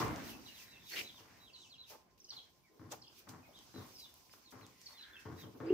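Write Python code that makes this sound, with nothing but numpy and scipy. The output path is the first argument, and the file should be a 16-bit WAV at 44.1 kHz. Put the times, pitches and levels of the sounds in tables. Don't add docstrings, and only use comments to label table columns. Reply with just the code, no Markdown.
import sys
import numpy as np
from scipy import signal
from scipy.io import wavfile

SR = 44100
rng = np.random.default_rng(int(sys.argv[2]) if len(sys.argv) > 2 else 0)


def voltage_ratio(decibels):
    exponent = np.asarray(decibels, float) / 20
    return 10 ** exponent


def digitize_waveform(pressure):
    field = np.atleast_2d(pressure).T
    bounded = np.clip(field, -1, 1)
    quanta = np.round(bounded * 32767).astype(np.int16)
    wavfile.write(sys.argv[1], SR, quanta)


N = 252693


def rms_one(x):
    return x / np.sqrt(np.mean(x ** 2) + 1e-20)


def in_time(rows):
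    s, *columns = np.transpose(rows)
    return [np.interp(np.arange(N) / SR, s, c) for c in columns]


def at_hz(points, hz):
    points = np.array(points)
    return np.interp(np.log(hz), np.log(points[:, 0]), points[:, 1])


def drift(rate):
    r = np.exp(-80 * np.pi * rate / SR)
    noise = rng.standard_normal(N // 40 + 2002)
    slow = signal.lfilter([1], [1, -2 * r, r * r], noise)[2000:]
    return np.interp(np.arange(N) / 40, np.arange(len(slow)), rms_one(slow))


def resonate(x, modes):
    out = 0
    for k, (hz, width, db) in enumerate(modes):
        r = np.exp(-np.pi * width / SR)
        b = [(1 - r * r) / 2, 0, (r * r - 1) / 2]
        a = [1, -2 * r * np.cos(2 * np.pi * hz / SR), r * r]
        out = out + (-1) ** k * voltage_ratio(db) * signal.lfilter(b, a, x)
    return out


def grains(per_s, spread_db):
    sizes = voltage_ratio(spread_db * np.minimum(rng.exponential(1, N), 5)) * rng.choice([-1, 1], N)
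    return rms_one(sizes * (rng.random(N) < per_s / SR))


# (frequency [Hz], left-right correlation [0 to 1])
LIKENESS = [(60, 0.35), (250, 0.85), (600, 0.4), (1500, 0), (4000, 0), (12000, 0)]


def coloured(spectrum, patchy_db):
    out, edges = 0, 35 * 2 ** np.arange(0, 9.1, .5)
    white = rng.standard_normal((2, 2, N))
    for k, (low, high) in enumerate(zip(edges, edges[1:])):
        hz = np.sqrt(low * high)
        if hz > spectrum[0][0]:
            band = signal.butter(2, [low, high], "band", fs=SR, output="sos")
            mid, side = signal.sosfilt(band, white[k % 2])
            alike = np.clip(at_hz(LIKENESS, hz), -1, 1)
            gain = voltage_ratio(at_hz(spectrum, hz) + patchy_db * drift(12.7))
            stereo = np.sqrt(1 + alike) * mid + np.sqrt(1 - alike) * side * [[1], [-1]]
            out = out + gain * stereo
    return rms_one(out)


# (time [s], lower body level [dB], upper body level [dB], length [s])
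THUMPS = [(0.0, -39.5, -43, 0.069), (1.181, -69, -68.5, 0.28), (2.317, -70, -66.5, 0.015),
          (2.795, -57.5, -68, 0.17), (3.267, -57, -62, 0.098), (3.739, -51, -62.5, 0.046),
          (3.794, -79, -64, 0.052), (4.522, -54, -58.5, 0.038), (4.588, -67.5, -72, 0.087),
          (4.884, -101, -68.5, 0.047), (5.25, -47, -57, 0.035), (5.315, -56.5, -66, 0.048),
          (5.429, -53.5, -67, 0.013), (5.601, -50, -57, .14)]
# (frequency [Hz], width [Hz], relative level [dB])
HUTCH = [(115, 37, -1.5), (211.6, 36.6, 0), (216.4, 67, 0), (300, 76.5, -3.5), (440.5, 26.4, -9)]
# (frequency [Hz], width [Hz], relative level [dB])
HUTCH_UPPER = [(490, 68, -1), (800, 280, 1), (1080, 323, 3.5), (1840, 1500, -5), (2454, 980, -7)]


def thumps():
    rise_s, fall_s, press_decay_s = 0.00035, 0.04, 0.18
    low, upper, t = np.zeros(N), np.zeros(N), np.arange(SR // 2) / SR
    for s, db, upper_db, length in THUMPS:
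        release = np.maximum(t - abs(length), 0) / fall_s
        shape = (1 - np.exp(-t / rise_s)) * np.exp(-release - t / press_decay_s)
        at = int(s * SR)
        low[at:at + len(t)] += voltage_ratio(db) * shape[:N - at]
        upper[at:at + len(t)] += voltage_ratio(upper_db) * shape[:N - at]
    contacts = grains(1500.0, 4.3)
    scattered = contacts + 0.76 * np.array([grains(1300.0, 2.5), grains(1500.0, 1.0)])
    low_scale, upper_scale = [1 / np.std(resonate(contacts, modes)) for modes in (HUTCH, HUTCH_UPPER)]
    bass_cut = signal.butter(2, 85, "high", fs=SR, output="sos")
    low_body = low_scale * signal.sosfilt(bass_cut, resonate(low * contacts, HUTCH))
    upper_body = upper_scale * resonate(upper * scattered, HUTCH_UPPER)
    return (low_body + upper_body) * voltage_ratio(np.array([[2.5], [-2.5]]))


# (time [s], length [s], frequency [Hz], width of each of two passes [Hz], level [dB])
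BURSTS = [(.0, 0.32, 1440, 1920, -55.5), (0.048, 0.46, 251, 118, -56), (0.424, 0.47, 1860, 870, -67.5),
          (0.908, 0.067, 1900, 800, -48.5), (.912, .045, 4370, 300, -51.5), (0.916, 0.15, 267, 455, -55.5),
          (0.957, 0.041, 2450, 1710, -40.5), (0.987, 0.034, 2450, 1220, -42.5),
          (1.227, 0.24, 1840, 1280, -69.5), (1.546, 0.17, 5640, 2630, -66.5), (1.899, 0.071, 435, 800, -57),
          (2.684, 0.2, 346, 192, -69), (2.914, 0.035, 620, 800, -48), (2.916, 0.014, 6200, 2400, -47.5),
          (4.69, 0.59, 2010, 524, -72.5), (4.99, 0.28, 1640, 450, -61.5), (5.371, 0.066, 1840, 886, -63.5),
          (3.468, 0.062, 650, 250, -65), (5.428, .09, 370, 243, -59.5), (5.536, 0.065, 300, 199, -56),
          (5.644, 0.14, 2140, 1230, -62), (5.596, 0.13, 480, 152, -52)]


def noise_bursts():
    out = np.zeros((2, N))
    grit = grains(4000.0, 2.7) + 1.22 * np.array([grains(4000.0, 3.2), grains(4000.0, 4.9)])
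    for s, length, hz, width, db in BURSTS:
        at = int(s * SR)
        piece = grit[:, at:at + int(length * SR)]
        colour = [(hz, width, 0)]
        swell = np.sqrt(np.sin(np.linspace(0, np.pi, piece.shape[1])).clip(0))
        burst = rms_one(resonate(resonate(piece, colour), colour))
        out[:, at:at + piece.shape[1]] += voltage_ratio(db) * swell * burst
    return out


# (frequency [Hz], relative level per Hz [dB])
HISS = [(1760, -46), (3000, 4.5), (3260, -7), (4430, -8.5), (5270, -3), (6810, -8.5), (8750, -17.5),
        (12800, -13), (15800, -7.5)]
# (time [s], level [dB])
SHUFFLE = [(0, -64), (.3, -62), (.8, -67.5), (1.3, -68), (2.1, -80.5), (2.8, -74.5), (3.5, -69.5),
           (3.85, -60.5), (4.2, -67), (4.7, -68.5), (5.1, -69.5), (5.73, -70)]
# (time of the peak [s], peak level [dB], swell [s], fade [s])
RUSTLES = [(0, -45.5, .01, 0.066), (.305, -50, 0.08, 0.032), (.63, -56, 0.14, 0.058),
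           (0.899, -48.5, 0.0084, 0.097), (.995, -46, 0.068, 0.037), (1.2, -62.5, 0.033, 0.026),
           (1.9, -53, 0.017, 0.043), (2.18, -68.5, .003, 0.098), (2.34, -64.5, 0.03, .12),
           (2.92, -48, 0.0071, 0.025), (3.193, -58, 0.048, 0.025), (3.29, -52.5, 0.0024, 0.019),
           (3.59, -69, 0.0066, .15), (4.0, -56, 0.019, 0.031), (4.332, -58.5, 0.0089, 0.028),
           (4.515, -59.5, 0.0057, 0.014), (4.82, -62.5, 0.028, 0.025), (4.87, -60.5, 0.018, 0.12),
           (5.2, -63.5, 0.0097, 0.047), (5.41, -60.5, 0.038, .04)]


def feathers():
    t, power = np.arange(N) / SR, voltage_ratio(in_time(SHUFFLE)[0]) ** 2
    for s, db, swell, fade in RUSTLES:
        distance = np.where(t < s, (s - t) / abs(swell), (t - s) / abs(fade))
        power = power + voltage_ratio(db) ** 2 * np.exp(-2 * distance)
    return np.sqrt(power) * coloured(HISS, patchy_db=1.7) * voltage_ratio(np.array([[-1.2], [1.2]]))


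# (time [s], level [dB])
STIR = [(0, -38), (.5, -64.5), (1.3, -68), (1.5, -68.5), (2.1, -71.5), (2.7, -73.5), (3.6, -65.5),
        (4.2, -70), (4.9, -72.5), (5.2, -67), (5.73, -64.5)]
# (frequency [Hz], relative level per Hz [dB])
YARD = [(24, -36), (40, -2), (151, -6.5), (422, -8), (467, -12.5), (965, -12.5), (1070, -75), (1370, -10.5),
        (2500, -28.5), (4460, -34), (16000, -57)]


def background():
    hum = [(1040, 16, 0)]   # (frequency [Hz], width of each pass [Hz], level [dB])
    tone = rms_one(resonate(resonate(rng.standard_normal(N), hum), hum))
    air = voltage_ratio(in_time(STIR)[0]) * coloured(YARD, patchy_db=3.0)
    return air + voltage_ratio(-84 + 0.5 * drift(9.2)) * tone


# (time [s], level before the decay [dB], ringing frequency [Hz])
TICKS = [(0.082, -34.5, 7000), (0.161, -30.5, 5800), (0.177, -47, 6870), (1.145, -49.5, 1040),
         (2.18, -53, 5000), (2.324, -62, 2200), (2.917, -35, 6500), (3.293, -33.5, 6760), (3.59, -41, 6760),
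         (4.141, -36, 12000), (4.06, -52.5, 1090), (4.296, -50, 2200), (4.338, -44.5, 1300),
         (4.509, -45, 9000), (4.613, -45, 2360), (4.666, -38.5, 6700), (4.816, -38, 6600)]


def ticks():
    cycles = 0.9
    out, t = np.zeros(N), np.arange(400) / SR
    for s, db, hz in TICKS:
        at = int(s * SR)
        out[at:at + 400] += voltage_ratio(db) * np.sin(2 * np.pi * hz * t) * np.exp(-t * hz / cycles)
    return out


def sparrows(notes, held):
    fall_hz_per_s, shortest_fall_s = 17000, .05
    chirp_bend, steep_hz_per_s = 1.25, 60000
    out, waver = np.zeros(N), drift(300)
    for s, length, from_hz, to_hz, db in notes:
        u, at = np.linspace(0, 1, int(length * SR)), int(s * SR)
        if held:
            fall_s = max(abs(from_hz - to_hz) / fall_hz_per_s, shortest_fall_s)
            fall = min(fall_s / length, 1)
            fallen = np.sin(np.pi / 2 * (1 - (1 - u) / fall).clip(0)) ** 2
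        else:
            fallen = 1 - (1 - u) ** chirp_bend
        hz = from_hz + (to_hz - from_hz) * fallen
        if held:
            effort = 1 - .1 * fallen
            rough = .008 + .045 * fallen
        else:
            slope = abs(np.gradient(hz)) * SR
            effort = np.sqrt(1 + np.minimum(slope / steep_hz_per_s, 2))
            rough = .036
        shape = np.sin(np.pi * u).clip(0) ** .4
        phase = 2 * np.pi * np.cumsum(hz * (1 + rough * waver[at:at + len(u)])) / SR
        out[at:at + len(u)] += voltage_ratio(db) * effort * shape * np.sin(phase)
    return out * voltage_ratio(4.0 * drift(150))


# (time [s], length [s], start frequency [Hz], end frequency [Hz], level [dB])
CHIRPS = [(0.274, 0.033, 4300, 2670, -57.5), (.458, 0.033, 4200, 2840, -57), (0.792, 0.06, 3780, 3360, -64),
          (1.108, 0.027, 3660, 3120, -73), (1.531, 0.035, 4670, 3840, -52.5),
          (1.862, 0.033, 2860, 2500, -67), (1.538, 0.042, 3500, 2770, -64.5), (2.2, 0.012, 6260, 5320, -61),
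          (2.243, 0.014, 6300, 4380, -58), (2.264, 0.011, 6750, 5800, -69),
          (2.288, 0.012, 4190, 6150, -56.5), (2.304, 0.0093, 5090, 3710, -45),
          (2.314, 0.011, 4250, 2780, -64), (2.319, .008, 5500, 6930, -64),
          (2.325, 0.0054, 2800, 3940, -54.5), (2.364, 0.029, 4490, 3090, -49.5),
          (3.016, 0.0136, 5630, 4100, -59.5), (3.036, 0.019, 3700, 2780, -65.5),
          (3.064, 0.016, 3810, 2600, -67), (3.077, 0.012, 5450, 5100, -58),
          (3.158, 0.036, 2800, 2390, -71.5), (3.426, 0.047, 2630, 2210, -69),
          (3.527, 0.044, 3190, 3940, -64), (3.555, 0.042, 3370, 3150, -63.5),
          (3.94, 0.069, 5740, 4700, -57), (4.033, 0.049, 3080, 2890, -74), (4.858, 0.0064, 6140, 4900, -54),
          (4.861, 0.018, 4860, 4090, -50), (4.9, 0.014, 4620, 4300, -75), (5.026, 0.014, 5020, 3430, -54),
          (5.658, 0.035, 4690, 4970, -63.5)]


def sparrow_chirps():
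    return sparrows(CHIRPS, held=False)


# (time [s], length [s], held frequency [Hz], end frequency [Hz], level [dB])
WHISTLES = [(.294, .055, 2780, 2550, -57), (.472, .06, 2870, 2750, -59), (.505, .13, 4050, 2300, -60),
            (.675, .095, 3920, 3400, -60), (.718, .066, 2720, 2680, -60), (.852, .055, 3900, 3600, -57),
            (1.026, .085, 3990, 3300, -53), (1.135, .068, 3700, 2850, -60), (1.395, .122, 3900, 2650, -60),
            (1.565, .115, 3900, 2550, -59), (1.695, .075, 4550, 2700, -57), (1.778, .08, 4000, 3600, -55),
            (2.207, .016, 5450, 5500, -59), (2.27, .045, 3000, 2950, -69), (2.33, .012, 3750, 3200, -53),
            (2.635, .059, 2330, 1930, -70), (3.541, .082, 3880, 3100, -64), (3.735, .07, 4050, 3800, -60),
            (3.993, .08, 4040, 3400, -56), (4.3, .04, 4960, 5000, -65), (4.445, .065, 4310, 3400, -64),
            (4.618, .04, 4280, 3410, -60), (4.935, .075, 3650, 2750, -61), (4.97, .082, 4050, 3450, -53),
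            (5.128, .055, 3500, 3100, -59), (5.155, .04, 2740, 2550, -59), (5.375, .08, 3900, 3000, -58),
            (5.688, .03, 2700, 2950, -54)]


def sparrow_whistles():
    return sparrows(WHISTLES, held=True)


# (time [s], peak level of each throb [dB])
THROBS = [(5.637, -43), (5.656, -43.5), (5.674, -40), (5.688, -40), (5.707, -23.5), (5.726, -28)]


def coo():
    rise_s, fall_s = 0.0021, 0.0079
    quiet_hz, hz_per_db = 320, 2.5
    t = np.arange(N) / SR
    level = np.zeros(N)
    for s, db in THROBS:
        spread = np.where(t < s, rise_s, fall_s)
        level += voltage_ratio(db) * np.exp(-.5 * ((t - s) / spread) ** 2)
    effort_db = in_time(THROBS)[0]
    phase = 2 * np.pi * np.cumsum(quiet_hz + hz_per_db * (effort_db + 45)) / SR
    return np.sqrt(2) * level * (np.sin(phase) + 0.0173 * np.sin(2 * phase))


def echoes(x, t60):
    wall_cut_hz, build_s = 5900, .004
    t = np.arange(SR) / SR
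    shared, apart = rng.standard_normal(SR), rng.standard_normal((2, SR))
    noise = signal.lfilter(*signal.butter(1, 500, fs=SR), shared - apart) + apart
    tail = noise * voltage_ratio(-60 * t / t60) * (1 - np.exp(-t / build_s))
    tail = signal.lfilter([1], [1, -np.exp(-2 * np.pi * wall_cut_hz / SR)], tail)
    tail = tail / np.sqrt(np.sum(tail ** 2) / 2)
    return signal.fftconvolve(x[None], tail, axes=1)[:, :N]


def scene():
    yard_t60_s, hedge_t60_s, hedge_cut_hz = 0.43, .3, 4200
    beats, bursts, clicks, call = thumps(), noise_bursts(), ticks(), coo()
    chirps, whistles = sparrow_chirps(), sparrow_whistles()
    birds = chirps + whistles
    direct = np.array([voltage_ratio(-2.5) * np.roll(birds, 3), birds])
    near = voltage_ratio(-5.0) * beats.mean(0) + voltage_ratio(-13) * bursts.mean(0) + voltage_ratio(-2.5) * clicks + voltage_ratio(-7.5) * call
    far = voltage_ratio(-6) * whistles + voltage_ratio(-1.5) * chirps
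    leafy = signal.lfilter(*signal.butter(2, hedge_cut_hz, fs=SR), far)
    echo = echoes(near, yard_t60_s) + echoes(leafy, hedge_t60_s)
    return beats + bursts + feathers() + background() + clicks + direct + call + echo


def roll_off(x):
    return signal.sosfilt(signal.butter(12, 16510, fs=SR, output="sos"), x)


def record(dry):
    bass_cut = signal.butter(3, 58, "high", fs=SR, output="sos")
    top_cut = signal.cheby2(12, 40, 16000, fs=SR, output="sos")
    mix = signal.sosfilt(top_cut, signal.sosfilt(bass_cut, dry))
    return roll_off(mix)


dry = scene()
out = record(dry)
digitize_waveform(out)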